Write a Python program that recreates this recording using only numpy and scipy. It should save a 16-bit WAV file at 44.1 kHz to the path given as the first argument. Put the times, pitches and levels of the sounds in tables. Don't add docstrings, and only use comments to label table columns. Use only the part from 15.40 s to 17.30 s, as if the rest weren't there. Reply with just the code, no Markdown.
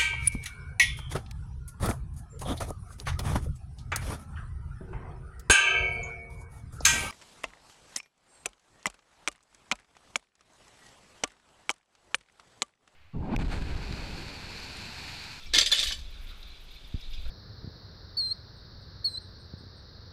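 import sys
import numpy as np
from scipy import signal
from scipy.fft import rfft, irfft
from scipy.io import wavfile
from scipy.ndimage import uniform_filter1d

SR = 44100
rng = np.random.default_rng(int(sys.argv[2]) if len(sys.argv) > 2 else 0)


def convert_level_to_amplitude(level_db):
    exponent = np.asarray(level_db, float) / 20
    return 10 ** exponent


def output_pcm(signal):
    pcm = np.clip(np.atleast_2d(signal).T, -1, 1) * 32767
    wavfile.write(sys.argv[1], SR, np.round(pcm).astype(np.int16))


N = 83790

# f/Hz, level/dB
HUM_TONE = [(70, -28.5), (120, 1.5), (1000, -8.5), (1400, -7), (2000, -10), (3500, -2), (7000, -20),
            (15400, -31.5)]
# f/Hz, level/dB
CASE = [(1900, -11), (2600, 2.5), (3000, -20.5), (3400, 5.5), (4000, 5.5), (4350, -11), (4700, -4),
        (6500, -14)]
# t/s, level/dB
RUSTLE = [(.55, -55.5), (.8, -57.5), (.86, -69), (.9, -51), (.96, -63), (1.02, -62), (1.03, -55),
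          (1.17, -54), (1.26, -69), (1.285, -55), (1.38, -52), (1.43, -67), (1.45, -52), (1.5, -64),
          (1.57, -55), (1.66, -55.5), (1.75, -52.5), (1.9, -54)]
# t/s, level/dB
RUMBLE = [(0, -51.5), (.06, -39), (.2, -38.5), (.38, -46.5), (.49, -31.5), (.52, -42), (.59, -32.5),
          (.65, -40.5), (.82, -40.5), (.875, -33.5), (.96, -41), (1.25, -47.5), (1.33, -44), (1.5, -47),
          (1.6, -49), (1.7, -39), (1.81, -36), (1.9, -32.5)]
# f/Hz, level/dB
RUMBLE_TONE = [(8.8, -3), (15, 1), (37, -5.5), (71, -14), (92, -29.5), (268, -40), (300, -40.5), (390, -73),
               (660, -120)]
# t/s, length/s, level/dB
TOP_BAND = [(0.032, 0.024, -66), (0.57, 0.016, -65), (0.704, 0.016, -65), (0.81, 0.015, -66),
            (0.825, 0.028, -65), (0.879, .04, -66), (0.971, 0.024, -69), (1.001, .036, -68),
            (1.071, 0.024, -66), (1.204, 0.018, -66), (1.235, .018, -66), (1.308, .02, -66),
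            (1.342, .022, -67), (1.474, 0.016, -63), (1.599, 0.02, -67), (1.703, 0.025, -66),
            (1.74, 0.015, -66.5), (1.81, 0.018, -66), (1.878, 0.018, -65)]
# f/Hz, level/dB
TOP_TONE = [(9500, -35), (10500, 4.5), (12300, 5.5), (13200, -14), (14200, 4), (14700, 6)]
# t/s, peak/dB, centre f/Hz, length/s
SCUFFS = [(0.868, -43.5, 3630, 0.028), (0.889, -43, 3550, 0.059), (1.027, -36, 3970, 0.011),
          (1.442, -58, 3470, 0.0073), (1.607, -45, 5000, 0.023), (1.635, -42, 3850, 0.053),
          (1.726, -39, 2880, 0.021), (1.73, -48, 5000, 0.05), (1.734, -36.5, 3500, 0.031),
          (1.853, -43, 1550, 0.062), (1.856, -38, 580, 0.035), (0.734, -53, 1460, 0.48),
          (0.804, -51, 2300, 0.49), (0.899, -49, 1330, 0.33), (1.055, -57, 1400, 0.18),
          (1.89, -43, 706, .02), (1.564, -66, 250, 0.027)]
# t/s, level/dB, pitch f/Hz
THUDS = [
    (1.5418, -21.5, 76),
    (1.438, -46, 110),
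    (0.53, -48, 120),
    (1.5465, -37, 190),
    (1.555, -35, 110),
    (1.5745, -43, 190),
    (1.586, -50, 90),
    (.39, -42, 60),
    (0.072, -46, 120),
    (.225, -45, 93),
]
# t/s, f/Hz, peak/dB, t60/s
CLINKS = [(.062, 5500, -53, .1), (.001, 1336, -61.5, 0.19), (.001, 2650, -62, 0.33), (.058, 2325, -49, 0.1),
          (0.133, 3950, -22.5, 0.045), (.145, 4700, -26, 0.065), (.148, 3500, -20, .1),
          (0.155, 4345, -24.5, 0.086), (.168, 318, -31.5, 0.045), (0.18, 5980, -20, 0.057),
          (.182, 4200, -22.5, 0.086), (.183, 5090, -27, 0.08), (.184, 3420, -23, 0.095),
          (.184, 1800, -26.5, 0.055), (0.186, 1340, -35.5, 0.071), (.184, 620, -44, .05),
          (0.207, 4670, -22.5, 0.083), (0.213, 4180, -21.5, 0.068), (.21, 600, -41.5, 0.07),
          (.321, 600, -44.5, 0.055), (0.211, 3196, -27, .07), (.226, 3530, -24.5, 0.06),
          (.222, 390, -44.5, 0.067), (.258, 3430, -26, 0.071), (0.267, 4660, -29, 0.058),
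          (0.316, 4170, -15.5, 0.04), (.32, 3500, -16.5, 0.074), (.322, 2200, -26, 0.056),
          (.322, 5250, -44, 0.027), (.322, 1258, -36.5, 0.019), (0.336, 3000, -29.5, 0.14),
          (0.327, 6900, -28, 0.068), (.384, 3560, -23.5, 0.084), (.384, 4650, -32, 0.063),
          (0.387, 320, -42, 0.038), (.426, 3450, -24.5, 0.069), (.43, 4620, -31.5, 0.063),
          (0.431, 1190, -39.5, 0.062), (.428, 305, -53, 0.049), (.468, 3010, -26, 0.058),
          (0.468, 4560, -32, 0.056), (.476, 3780, -32, 0.09), (0.475, 6100, -33, 0.041),
          (.518, 3000, -31.5, 0.082), (.52, 4600, -26, 0.052), (.44, 8400, -37, 0.069),
          (.44, 6900, -34, .06)]
# t/s, peak/dB, brightness/dB per octave, chatter length/s
KNOCKS = [(.001, -60, 22, 0.01), (0.057, -43, 1.5, 0.03), (.131, -37, -17, 0.0072),
          (0.1358, -11.5, -0.5, 0.024), (0.1467, -8.5, 5, 0.02), (0.155, -12, -3, 0.033),
          (.181, -4.5, -4.5, 0.0041), (0.1842, -1.5, 4.5, 0.013), (0.21, -11.5, 5, 0.018),
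          (0.218, -16, -6.5, 0.013), (0.26, -14, 6, 0.025), (0.307, -27.5, -12.5, 0.004),
          (0.315, -25.5, 18, 0.021), (0.3226, -5.5, 0.5, 0.0056), (0.325, -19, -2.5, 0.0049),
          (0.336, -29, -7, 0.022), (0.385, -13, 1, 0.0058), (0.3963, -17.5, 9, 0.022),
          (0.4272, -16, 3, 0.015), (0.435, -27.5, 18.5, 0.017), (0.473, -23.5, 11, 0.023),
          (0.476, -41, -1, 0.021), (0.507, -26.5, -7.5, 0.027), (0.521, -19.5, 7, 0.015),
          (.565, -49, 8, 0.0042), (0.591, -38.5, 11.5, 0.014)]
# t/s, level/dB
RATTLE = [
    (0, -41.5),
    (.125, -62),
    (.14, -30),
    (.235, -29),
    (.255, -71),
    (.3, -32),
    (.33, -19),
    (.5, -27),
    (.54, -51),
    (.57, -57),
]
# f/Hz, level/dB
BAR_LEVEL = [(1000, -6), (3000, -12), (6000, -10.5), (8500, -5), (11500, -5.5), (15000, -9)]
# f/Hz, t60/s
BAR_RING = [(1000, .06), (4000, .08), (8000, .15), (11500, .14), (15000, .1)]
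# f/Hz, level/dB
PLATES = [(1200, -61.5), (1750, -40.5), (2300, -48.5), (2680, -44), (3000, -61), (3200, -54), (3370, -39),
          (3500, -38), (3750, -45), (4000, -70), (4180, -46), (4660, -40), (5090, -59), (5950, -45.5)]
# f/Hz, level/dB, t60/s
RUBBER = [(325, -42, 0.03), (600, -30, 0.044), (1070, -58, 0.025)]
# f/Hz, level/dB
CLACK = [(300, -63), (800, -40.5), (1450, -24), (1700, -14.5), (2800, -14.5), (3500, -3.5), (8200, -24.5),
         (15400, -48.5)]


def evened(x):
    return x / np.sqrt(np.mean(x ** 2) + 1e-20)


def read(points, hz):
    f, value = np.transpose(points)
    return np.interp(np.log(hz + 1), np.log(f + 1), value)


def curve(points):
    s, level_db = np.transpose(points)
    return convert_level_to_amplitude(np.interp(np.arange(N) / SR, s, level_db))


def coloured(x, points):
    hz = np.fft.rfftfreq(4096, 1 / SR)
    log_gain = np.log(convert_level_to_amplitude(np.maximum(read(points, hz), -100)))
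    full = np.r_[log_gain, log_gain[-2:0:-1]]
    response = np.fft.ifft(np.exp(np.conj(signal.hilbert(full)))).real[:2048]
    return signal.oaconvolve(x, response)[:len(x)]


def ring(x, hz, t60_s):
    r, w = 10 ** (-3 / (t60_s * SR)), 2 * np.pi * hz / SR
    return signal.lfilter([np.sin(w)], [1, -2 * r * np.cos(w), r * r], x)


def resonance(x, hz, width_hz):
    return signal.lfilter(*signal.iirpeak(hz, hz / width_hz, SR), x)


def high_pass(x, hz):
    return signal.lfilter(*signal.butter(2, hz, "high", fs=SR), x)


def add(mix, s, sound):
    part = mix[round(s * SR):][:len(sound)]
    part += sound[:len(part)]


def burst(length_s, rise_s=0.00081):
    t = np.arange(9000) / SR
    grit = rng.standard_normal(t.size) * convert_level_to_amplitude(0.72 * rng.exponential(1, t.size))
    return evened(grit) * np.minimum(t / rise_s, 1) * np.exp(-t / max(length_s / 2, .001))


def room_hum():
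    return convert_level_to_amplitude(-56.5) * evened(coloured(rng.standard_normal(N), HUM_TONE))


def rumble():
    f = np.fft.rfftfreq(N, 1 / SR)
    tone_db = read(RUMBLE_TONE + [(600, -67)], f)
    noise = irfft(rfft(rng.standard_normal(N)) * convert_level_to_amplitude(tone_db) * (f > 12), N)
    settle = np.minimum(np.arange(N, 0, -1) / 250, 1)
    return evened(noise) * curve(RUMBLE) * settle


def rustle():
    streaks_per_s, streak_db, streak_t60_s = 52, 2, .07
    lumps = evened(uniform_filter1d(rng.standard_normal(N), 250))
    grains = rng.standard_normal(N) * convert_level_to_amplitude(2.1 * lumps)
    streaks = np.zeros(N)
    for f in rng.uniform(2210, 5000, size=40):
        hits = rng.standard_normal(N) * (rng.random(N) < streaks_per_s / SR)
        streaks += ring(hits, f, streak_t60_s)
    cloth = evened(grains) + convert_level_to_amplitude(streak_db) * evened(streaks)
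    return evened(coloured(cloth, [(800, -54)] + CASE + [(12000, -44)])) * curve(RUSTLE)


def scuffs():
    out = np.zeros(N)
    for s, db, hz, length_s in SCUFFS:
        width_hz = .28 * hz
        rub = resonance(burst(length_s, rise_s=0.0039), hz, width_hz)
        add(out, s, convert_level_to_amplitude(db + 8) * resonance(rub, hz, width_hz))
    return out


def thuds():
    decay_cycles, turns_scale, bend = 1.6, .57, .19
    out, t = np.zeros(N), np.arange(5000) / SR
    for s, db, hz in THUDS:
        turns = turns_scale * np.log(1 + t * hz / bend)
        push = np.sin(2 * np.pi * turns) * np.exp(-t * hz / decay_cycles)
        add(out, s, convert_level_to_amplitude(db) * signal.lfilter(*signal.butter(4, 380, fs=SR), push))
    return out


def clinks():
    rise_s, shake_depth = 0.0048, 0.53
    out, t = np.zeros(N), np.arange(9000) / SR
    for s, hz, db, t60_s in CLINKS:
        shake = 1 + shake_depth * evened(uniform_filter1d(rng.standard_normal(t.size), size=150))
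        swell = convert_level_to_amplitude(db - 60 * t / t60_s) * (1 - np.exp(-t / rise_s))
        add(out, s, shake * swell * 2 * np.sin(2 * np.pi * hz * t))
    return out


def in_room(near):
    t = np.arange(SR // 2) / SR
    noise = signal.lfilter(*signal.butter(1, 5000, fs=SR), rng.standard_normal(t.size))
    tail = noise * convert_level_to_amplitude(-60 * t / .33) * (t > .006)
    return near + convert_level_to_amplitude(-13.5) * signal.fftconvolve(near, tail / np.linalg.norm(tail))[:len(near)]


def iron():
    span = int(.9 * SR)
    blows = np.zeros((len(KNOCKS), span))
    for row, (s, db, _, length_s) in zip(blows, KNOCKS):
        add(row, s, convert_level_to_amplitude(db) * burst(length_s))
    bright_db = np.transpose(KNOCKS)[2]

    rattle_per_s, rattle_spread_db, slide_db = 1200, 4.5, -2
    rattle_gain = curve(RATTLE)[:span]
    sizes = convert_level_to_amplitude(rattle_spread_db * np.minimum(rng.exponential(1, span), 4))
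    clicks = evened((rng.random(span) < rattle_per_s / SR) * sizes) * rattle_gain
    rub = convert_level_to_amplitude(-8) * clicks + convert_level_to_amplitude(slide_db) * rattle_gain

    mode_scatter_db, flutter_depth = 3.5, .42
    clock = np.arange(span)
    knots = clock[::int(.008 * SR)]

    def struck(hz, db, t60_s):
        octaves = np.log2(hz / 4000)
        scatter = np.minimum(rng.standard_normal(len(KNOCKS)), 1)
        share = convert_level_to_amplitude(mode_scatter_db * scatter + bright_db * octaves)
        wobble = np.interp(clock, knots, rng.standard_normal(knots.size))
        flutter = 1 - flutter_depth + flutter_depth * wobble
        sliding = convert_level_to_amplitude(2.5 + 2 * octaves) * rub * rng.standard_normal(span)
        rung = ring(share @ blows + sliding, hz, t60_s)
        return convert_level_to_amplitude(db) * flutter * rung / np.sqrt(t60_s * SR / 28)

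    bar_hz, bar_shear, split_hz = 10.358, 76.195, 41
    n = np.arange(10, 41) + .5
    bar = np.zeros(span)
    for f in bar_hz * n ** 2 / np.sqrt(1 + (n / bar_shear) ** 2):
        for side in (-.5, .5):
            bar += struck(f + side * split_hz, read(BAR_LEVEL, f), read(BAR_RING, f))

    detune, plate_t60_s = 0.022, .055
    top_db = max(db for _, db in PLATES)
    plates = np.zeros(span)
    for f, db in PLATES:
        for k in rng.uniform(-1.3, 1, size=4):
            plates += struck(f * (1 + detune * k), db - top_db, plate_t60_s)

    force = blows.sum(0) + clicks * rng.choice([-1., 1.], span)
    firm = high_pass(force, 260)
    for f, db, t60_s in RUBBER:
        plates += ring(convert_level_to_amplitude(db) * firm, f, t60_s)

    near = convert_level_to_amplitude(-10) * coloured(bar, CLACK) + convert_level_to_amplitude(-30) * plates + coloured(force, CLACK)
    mix = in_room(high_pass(near, 240))
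    return np.pad(mix * convert_level_to_amplitude(4), (0, N - span))


def scene():
    background = room_hum() + rumble() + rustle()
    return (background + scuffs() + thuds() + clinks() + iron())[None]


def top_cut(x):
    return signal.sosfilt(signal.butter(12, 15600, fs=SR, output="sos"), x)


def record(dry):
    t, gate = np.arange(N) / SR, np.zeros(N)
    for s, length_s, db in TOP_BAND:
        gate += convert_level_to_amplitude(db) * ((t > s) & (t < s + length_s))
    hiss = evened(coloured(rng.standard_normal(N), TOP_TONE))
    full = dry + hiss * uniform_filter1d(gate, 60) * convert_level_to_amplitude(2.7)
    edge = signal.firwin(255, 15050, window=("kaiser", 9), fs=SR)
    return top_cut(signal.oaconvolve(full, edge[None], "same"))


dry = scene()
out = record(dry)
output_pcm(out)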